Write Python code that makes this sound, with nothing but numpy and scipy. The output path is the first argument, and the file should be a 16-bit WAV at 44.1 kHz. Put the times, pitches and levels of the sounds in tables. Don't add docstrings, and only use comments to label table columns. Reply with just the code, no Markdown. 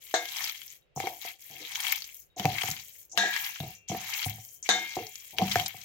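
import sys
import numpy as np
from scipy import signal
from scipy.fft import rfft, irfft
from scipy.io import wavfile
from scipy.ndimage import uniform_filter1d, map_coordinates

SR = 44100
rng = np.random.default_rng(int(sys.argv[2]) if len(sys.argv) > 2 else 0)


def store_pcm(level_fs):
    pcm = np.round(np.clip(level_fs, -1, 1) * 32767).astype(np.int16)
    wavfile.write(sys.argv[1], SR, np.atleast_2d(pcm).T)


N = 257544
TIME = np.arange(N) / SR
TOP_HZ = 15900
SNAP_T60, CLACK_T60 = 0.0065, 0.007


def undb(db):
    return 10 ** (np.asarray(db) / 20)


def unit(x):
    return x / np.sqrt(np.mean(x ** 2))


def band(x, lo_hz, hi_hz, order=2):
    return signal.sosfilt(signal.butter(order, [lo_hz, hi_hz], "band", fs=SR, output="sos"), x)


def colour(x, points, size=1024):
    hz, db = np.transpose(points)
    grid = np.maximum(np.fft.rfftfreq(size, 1 / SR), 1)
    gain = undb(np.interp(np.log(grid), np.log(hz), db))
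    cepstrum = irfft(np.log(gain))
    cepstrum[1:size // 2] *= 2
    cepstrum[size // 2 + 1:] = 0
    return signal.oaconvolve(x, irfft(np.exp(rfft(cepstrum))))[:len(x)]


def fade(t60):
    t = TIME[:int(t60 * SR) + 2]
    return np.exp(-np.log(1000) * t / t60)


def ring(hz, t60):
    decay = fade(t60)
    return decay * np.sin(2 * np.pi * hz * TIME[:len(decay)])


def burst(t60):
    decay = fade(min(t60, .5))
    return decay * rng.standard_normal(SR // 2 + 2)[:len(decay)]


def soften(x, rise_s):
    return x * (1 - np.exp(-TIME[:len(x)] / rise_s))


def swell(length_s):
    progress = TIME[:int(length_s * SR)] / length_s
    return np.sin(np.pi * progress ** 0.36) ** 1.4


def waver(size, depth=0.24):
    return 1 + depth * unit(band(rng.standard_normal(size), 6, 40))


def add(out, s, sound):
    i = max(int(s * SR), 0)
    out[i:i + len(sound)] += sound[:len(out) - i]


# f/Hz, level/dB
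AIR_EQ = [(18, -50), (30, -5.5), (127, -4.5), (259, -16.5), (486, -8), (988, -23), (2060, -20),
          (2750, -18.5), (16000, -63)]
def room_air(level_db=-70.5):
    return undb(level_db) * np.array([unit(colour(rng.standard_normal(N), AIR_EQ)) for _ in range(2)])


# touch t/s, tightest grip t/s, lift t/s, crackle level/dB on touching,
# crackle level/dB at the grip, crackle level/dB with the hand open, fizz level/dB at the grip
HAND_STROKES = [(0.0, 0.465, 0.74, -64, -43.5, -59.5, -40),
                (0.95, 1.079, 1.325, -65.5, -48.5, -58.5, -48.5), (1.184, 1.32, 1.29, -59, -46.5, -64, -46),
                (1.382, 1.914, 2.212, -65.5, -41, -77, -39.5),
                (2.363, 2.691, 3.028, -50, -42.5, -68.5, -39.5),
                (3.15, 3.469, 3.73, -50, -44.5, -55.5, -40.5), (3.874, 4.228, 4.56, -49.5, -44, -71.5, -39),
                (4.63, 4.991, 5.334, -53, -49.5, -60, -61), (5.36, 5.61, 6.07, -47, -43, -56.5, -40.5)]
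def strokes(touch_s=0.0265, hold_s=0.069, cling_db=-51.5):
    open_fall, lift_fall, fizz_rise, fizz_fall = 105, 330, 74.5, 164
    t = TIME[::64]
    crackle, fizz = [], []
    for start_s, grip_s, lift_s, touch_db, grip_db, open_db, fizz_db in HAND_STROKES:
        before, after = np.maximum(grip_s - hold_s - t, 0), np.maximum(t - grip_s, 0)
        attack = np.clip((t - start_s) / touch_s, 0, 1)
        contact = attack * undb(-lift_fall * np.maximum(t - lift_s, 0))
        tighten_db = np.interp(t, [start_s, grip_s - hold_s], [touch_db, grip_db])
        relax_db = np.maximum(-open_fall * after, open_db - grip_db)
        crackle.append(contact * undb(tighten_db + relax_db))
        squeezed = undb(fizz_db - fizz_rise * before - fizz_fall * after)
        fizz.append(contact * np.hypot(undb(cling_db), squeezed))
    return [np.interp(TIME, t, 20 * np.log10(np.max(gains, axis=0) + 1e-6)) for gains in (crackle, fizz)]


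def films(spread_db=2.8, patch_db=5.5, count=13000, size=192):
    when, pitch, strength, wetness = rng.random((count, 4)).T
    hz = 900 + 15000 * pitch[:, None] ** 1.5
    t = TIME[:size]
    life_s = 1.15 * (.5 + 2 * wetness[:, None] ** 2) / np.sqrt(hz * 3000)
    grains = np.sin(2 * np.pi * hz * t * (1 + 10 * t)) * np.exp(-t / life_s) * (hz / 3000) ** .5
    patches = rng.standard_normal((260, 7))
    bunch = map_coordinates(patches, [when * 259, pitch * 6], order=1)
    grains *= undb(patch_db * bunch - spread_db * np.log(np.maximum(strength, .01)))[:, None]
    at = (when * N).astype(int)[:, None] + np.arange(size)
    snaps = np.bincount(at.ravel(), grains.ravel())[:N]
    return snaps / np.sqrt(uniform_filter1d(snaps ** 2, size=2200) + 1e-9)


# f/Hz, level/dB
WET_EQ = [(400, -30), (600, -14.5), (760, 4), (1100, -4.5), (1500, -3.5), (2200, 6.5), (3300, 5.5),
          (4500, 1.5), (6500, 1.5), (8000, -10.5), (9200, -20.5), (12500, -8), (15500, -8.5)]
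def squelch(crackle_db, fizz_db, trim_db=1, smear_db=-9, firm_db=-44):
    wet = colour(films() + undb(smear_db) * rng.standard_normal(N), WET_EQ)
    coarse = wet / np.std(band(wet, 2450, 3400, order=4))
    firmness_db = 0.73 * np.clip(crackle_db - firm_db, -20, 5)
    bubbles = band(coarse, 550, 1700, order=3) * undb(firmness_db)
    crackle = band(coarse, 1700, 9500, order=4)
    fizz = unit(band(wet, 8000, 16500, order=3))
    return undb(trim_db) * ((bubbles + crackle) * undb(crackle_db) + fizz * undb(fizz_db))


def stray_ticks(crackle_db, count=330):
    when, size = rng.random((count, 2)).T
    at = (when * N).astype(int)
    clicks = np.zeros(N)
    clicks[at] = undb(np.minimum(crackle_db[at], -52) + 12 + 12 * size ** 2)
    ticks = signal.oaconvolve(clicks, burst(SNAP_T60 / 2))[:N]
    return band(colour(ticks, WET_EQ), 2600, TOP_HZ)


# t/s, level/dB, f/Hz
BUBBLE_POPS = [(0.1112, -27.5, 2930), (0.2553, -15.5, 3300), (0.3675, -15, 5380), (0.442, -11, 5110),
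               (0.4963, -13.5, 3650), (0.6173, -22.5, 3110), (0.6793, -28.5, 5500), (1.0016, -14.5, 2240),
               (1.0715, -15.5, 2170), (1.7193, -22, 3230), (1.756, -8.5, 3230), (1.8682, -10.5, 2995),
               (1.9219, -8, 13700), (1.9251, -5.5, 2210), (1.9596, -16, 12900), (2.0213, -18.5, 4600),
               (2.0423, -22, 5710), (2.1445, -26.5, 14770), (2.3973, -10.5, 3150), (2.4543, -7, 2417),
               (2.634, -11, 2044), (2.7025, -14.5, 10590), (2.713, -10.5, 6900), (2.7976, -22.5, 3764),
               (3.364, -7.5, 1900), (3.6027, -15.5, 3490), (4.2168, -20, 2133), (4.2971, -18, 14500),
               (4.4497, -29, 14300), (5.0683, -23.5, 5250), (5.156, -19.5, 6900), (5.3845, -5, 3000),
               (5.4803, -16.5, 2620), (5.5569, -2.5, 1656), (5.5982, -7, 2980), (5.6807, -17.5, 12400)]
# f/Hz, level/dB
POP_EQ = [(1500, -4.5), (6500, 1), (9200, -14), (13000, 5.5)]
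def pops(cycles=12, spray_t60=0.045):
    out = np.zeros(N)
    for s, db, hz in BUBBLE_POPS:
        add(out, s, undb(db - 3) * ring(hz, cycles / hz))
        add(out, s, undb(db - 9) * band(burst(spray_t60), hz * 0.95, hz * 1.13))
        add(out, s, undb(db - 4.5) * band(burst(SNAP_T60), hz * 0.42, hz * 1.04))
        add(out, s, undb(db - 10) * band(burst(SNAP_T60), 3100, 9400, order=1))
    return colour(band(out, 1000, 15000, order=4), POP_EQ)


# f/Hz, t60/s, level/dB
BASE_MODES = [(109.9, 0.49, -1), (143.5, 0.097, 7.5), (196, 0.45, -6.5), (341, 0.29, -7),
              (419, 0.15, -11.5), (476.9, 0.24, -14), (748, 0.092, 16.5), (750, 0.3, -8.5),
              (790, 0.0477, -17)]
# t/s, plop level/dB, air pocket f/Hz, thump level/dB, thump f/Hz
HAND_PUSHES = [(0.14, -19.5, 661, -80.5, 149), (0.962, -40.5, 848, -37.5, 142.7),
               (0.974, -32.5, 785, -48, 118), (1.002, -31.5, 793.5, -63, 150), (1.039, -31, 365, -61, 153),
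               (1.0707, -28.5, 778, -73, 200), (1.25, -41, 692, -80, 150), (2.396, -36.5, 739, -35.5, 197),
               (2.4485, -28, 624, -26, 125), (2.4547, -20.5, 767, -28, 147.3),
               (2.637, -33.5, 783.4, -41.5, 108), (2.687, -41, 740, -40, 120.4),
               (3.602, -38.5, 747, -33, 151), (3.635, -40.5, 650, -54, 180), (3.685, -52, 753, -55, 124.3),
               (3.898, -38.5, 747, -35.5, 146), (3.916, -31.5, 695, -39.5, 151.2),
               (3.947, -30, 752.5, -38, 207), (4.261, -36, 757, -32, 109.4), (4.383, -52.5, 740, -54, 113),
               (4.69, -25, 788, -93, 146), (4.968, -29, 727, -43.5, 164), (4.988, -33.5, 728, -64, 201),
               (5.419, -24, 738, -23.5, 182), (5.558, -20.5, 740, -31, 105), (5.744, -47, 736, -52, 130)]
def pushes(pocket_t60=0.15, smack_t60=0.018, slap_t60=0.13, thump_t60=0.073, pad_s=0.0016):
    plop, boom, hollow = np.zeros((3, N))
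    for s, db, pocket_hz, weight_db, thump_hz in HAND_PUSHES:
        detune = 1 + 0.025 * rng.standard_normal()
        add(plop, s, undb(db - 3) * ring(pocket_hz, pocket_t60))
        add(plop, s, undb(db - 1) * ring(490, smack_t60))
        add(plop, s, undb(db - 6) * band(burst(slap_t60), 280, 1300))
        add(hollow, s, undb(weight_db - 3) * ring(280, t60=0.036))
        add(boom, s, undb(weight_db + 7) * soften(ring(thump_hz, thump_t60), pad_s))
        for hz, t60, mode_db in BASE_MODES:
            mode = ring(hz * detune, t60)
            if hz < 260:
                add(boom, s, undb(weight_db + mode_db - 12) * soften(mode, 2 * pad_s))
            else:
                add(plop, s, undb(db + mode_db - 16) * mode)
    return band(plop, 300, 1300, order=3) + band(boom, 80, 300, order=3) + band(hollow, 120, 2000)


# t/s, length/s, upper level/dB, lower level/dB, hollow level/dB
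MEAT_SLIDES = [(1.031, 0.17, -42, -78, -60), (1.496, 0.18, -56.5, -64, -63.5),
               (1.602, 0.086, -61, -83.5, -49), (2.364, 0.24, -43, -65.5, -50.5),
               (3.131, 0.22, -48, -68, -59.5), (3.228, 0.102, -34, -77, -44.5),
               (3.622, 0.12, -48.5, -43.5, -56), (3.914, 0.063, -53, -60, -39),
               (4.26, 0.17, -52.5, -48.5, -75), (4.69, 0.206, -37.5, -66, -46),
               (4.967, 0.082, -57, -60, -35.5), (5.328, 0.12, -51, -58, -63), (5.385, 0.11, -31, -40, -36)]
def slides(crackle_db, shove_s=0.16, damping_per_s=6, rumble_db=-27):
    shoves = [(s, shove_s, db - 18.5, weight_db - 14.5, db - 32)
              for s, db, _, weight_db, _ in HAND_PUSHES]
    out = np.zeros(N)
    for group, (lo_hz, hi_hz) in enumerate(((600, 1000), (70, 260), (260, 600))):
        body, power = np.zeros(SR // 2), np.zeros(N)
        for hz, t60, db in BASE_MODES:
            if lo_hz < hz < hi_hz:
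                add(body, 0, undb(db) * ring(hz, 1 / (1 / t60 + damping_per_s)))
        for s, length_s, *levels_db in list(MEAT_SLIDES) + shoves:
            add(power, s, (undb(levels_db[group]) * swell(length_s)) ** 2)
        rubbed = signal.oaconvolve(rng.standard_normal(N), body)[:N]
        murmur = unit(band(rubbed, lo_hz, hi_hz))
        out += np.sqrt(power) * murmur
        if group == 1:
            out += undb(crackle_db + rumble_db) * murmur
    return out


# f/Hz, t60/s, level/dB when struck at spot 0, at spot 1, at spot 2
WALL_MODES = [(203, 0.4, -48, -11, -13), (335, 0.36, -17, -17, -15), (484, 0.22, -5, -13, -9),
              (706, 0.28, -6, 1, -30), (750, 0.34, -6, -8, -9), (913, 0.45, -21, -8, -10),
              (1626, 0.4, -8, 3, -1), (1648, 0.55, -14, 8, -7), (1708, 0.55, -18, 8, -13),
              (1918, 0.5, -19, 7, -15), (2143, 0.68, -4.5, -7, 7), (2376, 1.1, -28, -6, -9),
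              (2580, 1.9, -28, -20, -27), (2745, 1.9, -33, -16, -23), (3050, 0.7, -27, -17, -10),
              (3245, 2.0, -35, -33, -17), (3478, 0.4, -21, -6, -10), (3602, 0.33, -7, -3, -2),
              (3638, 0.35, -11, -7, 7), (3763, 0.3, -11, 2, -1), (3801, 0.3, -11, -5, 4.5),
              (3996, 0.25, -14, -1, -7), (4308, 0.25, -11, -5, -14), (5358, 0.4, -21, -9, -15),
              (5950, 0.22, -17, -6, -11)]
# f/Hz, level/dB
RATTLE_EQ = [(950, -6), (1650, 4), (2700, -10.5), (3300, -3.5), (4000, 5), (5000, -10.5), (6400, 4.5)]
# t/s, clack level/dB, rattle level/dB, rattle t60/s, swell/s, hand mutes at t/s, spot 0-2
BANGLE_KNOCKS = [(0.1406, -19.5, -18, 0.23, 0.0056, 0.29, 0), (3.1757, -4.5, -21.5, 0.5, 0.074, 6.1, 1),
                 (4.69, -5.5, -14.5, 0.31, 0.0696, 5.8, 2)]
def bangle(bloom_s=0.005, glint_t60=0.061, modes_db=-27.3, mute_db_per_s=130):
    out = np.zeros(N)
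    for s, clack_db, rattle_db, rattle_t60, swell_s, mute_s, spot in BANGLE_KNOCKS:
        add(out, s, undb(clack_db) * band(burst(CLACK_T60), 510, 5200, order=3))
        add(out, s, undb(clack_db - 23.5) * band(burst(glint_t60), 7000, 16000))
        add(out, s, undb(rattle_db) * colour(band(burst(rattle_t60), 905, 6500, order=6), RATTLE_EQ))
        for hz, t60, *spot_db in WALL_MODES:
            rise_s = swell_s if 1640 < hz < 2400 else bloom_s
            tone = soften(ring(hz, t60), rise_s)
            muted_for_s = np.maximum(s + TIME[:len(tone)] - mute_s, 0)
            tone *= undb(-mute_db_per_s * muted_for_s)
            add(out, s, undb(modes_db + spot_db[spot]) * tone * waver(len(tone)))
    return out


# t/s, level/dB
RING_GRAZES = [(0.148, -38), (0.962, -27.5), (2.363, -36.5), (2.384, -28), (3.096, -41.5), (3.116, -28),
               (3.75, -38), (3.886, -23), (4.627, -24)]
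def finger_ring(chink_t60=0.18):
    out = np.zeros(N)
    for s, db in RING_GRAZES:
        add(out, s, undb(db - 3) * burst(chink_t60))
        add(out, s, undb(db) * burst(t60=0.014))
    return band(out, 5800, 7100) + band(out, 6040, 6160, order=1)


# t/s, length/s, level/dB, centre f/Hz
STRAND_TEARS = [(0.473, 0.017, -35, 3513), (1.802, 0.017, -33.5, 6800), (1.876, 0.022, -33, 13300),
                (1.954, 0.0116, -42.5, 13500), (2.582, 0.0156, -32, 2780), (2.611, 0.02, -35, 5470),
                (3.327, 0.086, -34.5, 2590), (3.442, 0.015, -34, 4030), (3.557, 0.0184, -39.5, 2060),
                (4.136, 0.0091, -29, 3606), (4.227, 0.01, -28.5, 2640), (4.249, 0.049, -33.5, 13000),
                (4.954, 0.0151, -37.5, 4760), (5.512, 0.0343, -27.5, 3430), (5.6603, 0.012, -26.5, 4300)]
def tears(spread_db=6, width_ratio=1.6):
    out = np.zeros(N)
    for s, length_s, db, hz in STRAND_TEARS:
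        shape = swell(length_s)
        noise, size = rng.standard_normal((2, 4096))[:, :len(shape)]
        snaps = band(noise * undb(spread_db * size), hz / width_ratio, hz * width_ratio)
        add(out, s, undb(db) * shape * unit(snaps))
    return out


# t/s, level/dB, f/Hz, t60/s
WALL_TINKS = [(0.822, -64.5, 3794, 0.12), (2.301, -66.5, 3770, 0.29), (4.297, -59.5, 3142, 1.56)]
def tinks():
    out = np.zeros(N)
    for s, db, hz, t60 in WALL_TINKS:
        add(out, s, undb(db) * ring(hz, t60))
    return out


# t/s, length/s, level/dB, start f/Hz, end f/Hz
MEAT_ROLLS = [(2.449, 0.0435, -33, 280.5, 303), (2.485, 0.15, -50, 145.1, 136.9),
              (2.71, 0.047, -42, 148, 164), (3.9, 0.16, -39.5, 203, 195), (4.28, 0.17, -41.5, 106, 114.2),
              (4.972, 0.15, -44, 487, 402), (5.02, 0.052, -49, 114, 100), (5.415, 0.16, -32, 188, 204.5)]
def rolls():
    out = np.zeros(N)
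    for s, length_s, db, start_hz, end_hz in MEAT_ROLLS:
        shape = swell(length_s)
        phase = 2 * np.pi * np.cumsum(np.linspace(start_hz, end_hz, len(shape))) / SR
        add(out, s, undb(db) * shape * waver(len(shape)) * np.sin(phase))
    return out


def after_ring(wet, send_db=-34):
    body = np.zeros(2 * SR)
    for hz, t60, *_ in WALL_MODES:
        if 2200 < hz < 3500:
            add(body, 0, ring(hz, t60 / 4))
    return undb(send_db) * signal.oaconvolve(wet, body / np.linalg.norm(body))[:N]


# f/Hz, left-over-right level/dB
LEFT_TILT = [(60, -5.5), (200, 2), (700, -0.5), (1300, 1), (2300, 7.5), (4400, 6.5), (8100, 2), (14000, 11)]
def microphone(x, side, bowl_db=-8, bowl_t60=0.033, room_db=-16, room_t60=0.017, size=16384):
    path = np.zeros(size)
    path[0] = 1
    for delay_s, db, t60 in ((.0006, bowl_db, bowl_t60), (.005, room_db, room_t60)):
        echo = band(burst(t60), 910, 12000, order=1)
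        add(path, delay_s, undb(db) * echo / np.linalg.norm(echo))
    hz = np.maximum(np.fft.rfftfreq(size, 1 / SR), 1)
    tilt_hz, tilt_db = np.transpose(LEFT_TILT)
    left_db = np.interp(np.log(hz), np.log(tilt_hz), tilt_db)
    pan = np.sqrt(2 / (1 + undb(-2 * side * left_db)))
    turn = side * np.pi / 4 * hz ** 4 / (hz ** 4 + 1100 ** 4)
    lead = size // 64
    taps = np.roll(irfft(rfft(path) * pan * np.exp(1j * turn)), lead)
    return signal.oaconvolve(x, taps)[lead:][:N]


def scene():
    crackle_db, fizz_db = strokes()
    base = pushes() + rolls() + slides(crackle_db)
    channels = []
    for side in (1, -1):
        wet = squelch(crackle_db, fizz_db) + pops() + tears() + stray_ticks(crackle_db)
        inside = microphone(base + wet + after_ring(wet) + finger_ring(), side)
        wall = microphone(bangle() + tinks(), side, bowl_db=-14)
        channels.append(inside + wall)
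    return np.array(channels) + room_air()


def record(dry):
    return signal.sosfilt(signal.ellip(8, .2, 70, TOP_HZ, fs=SR, output="sos"), dry)


dry = scene()
out = record(dry)
store_pcm(out)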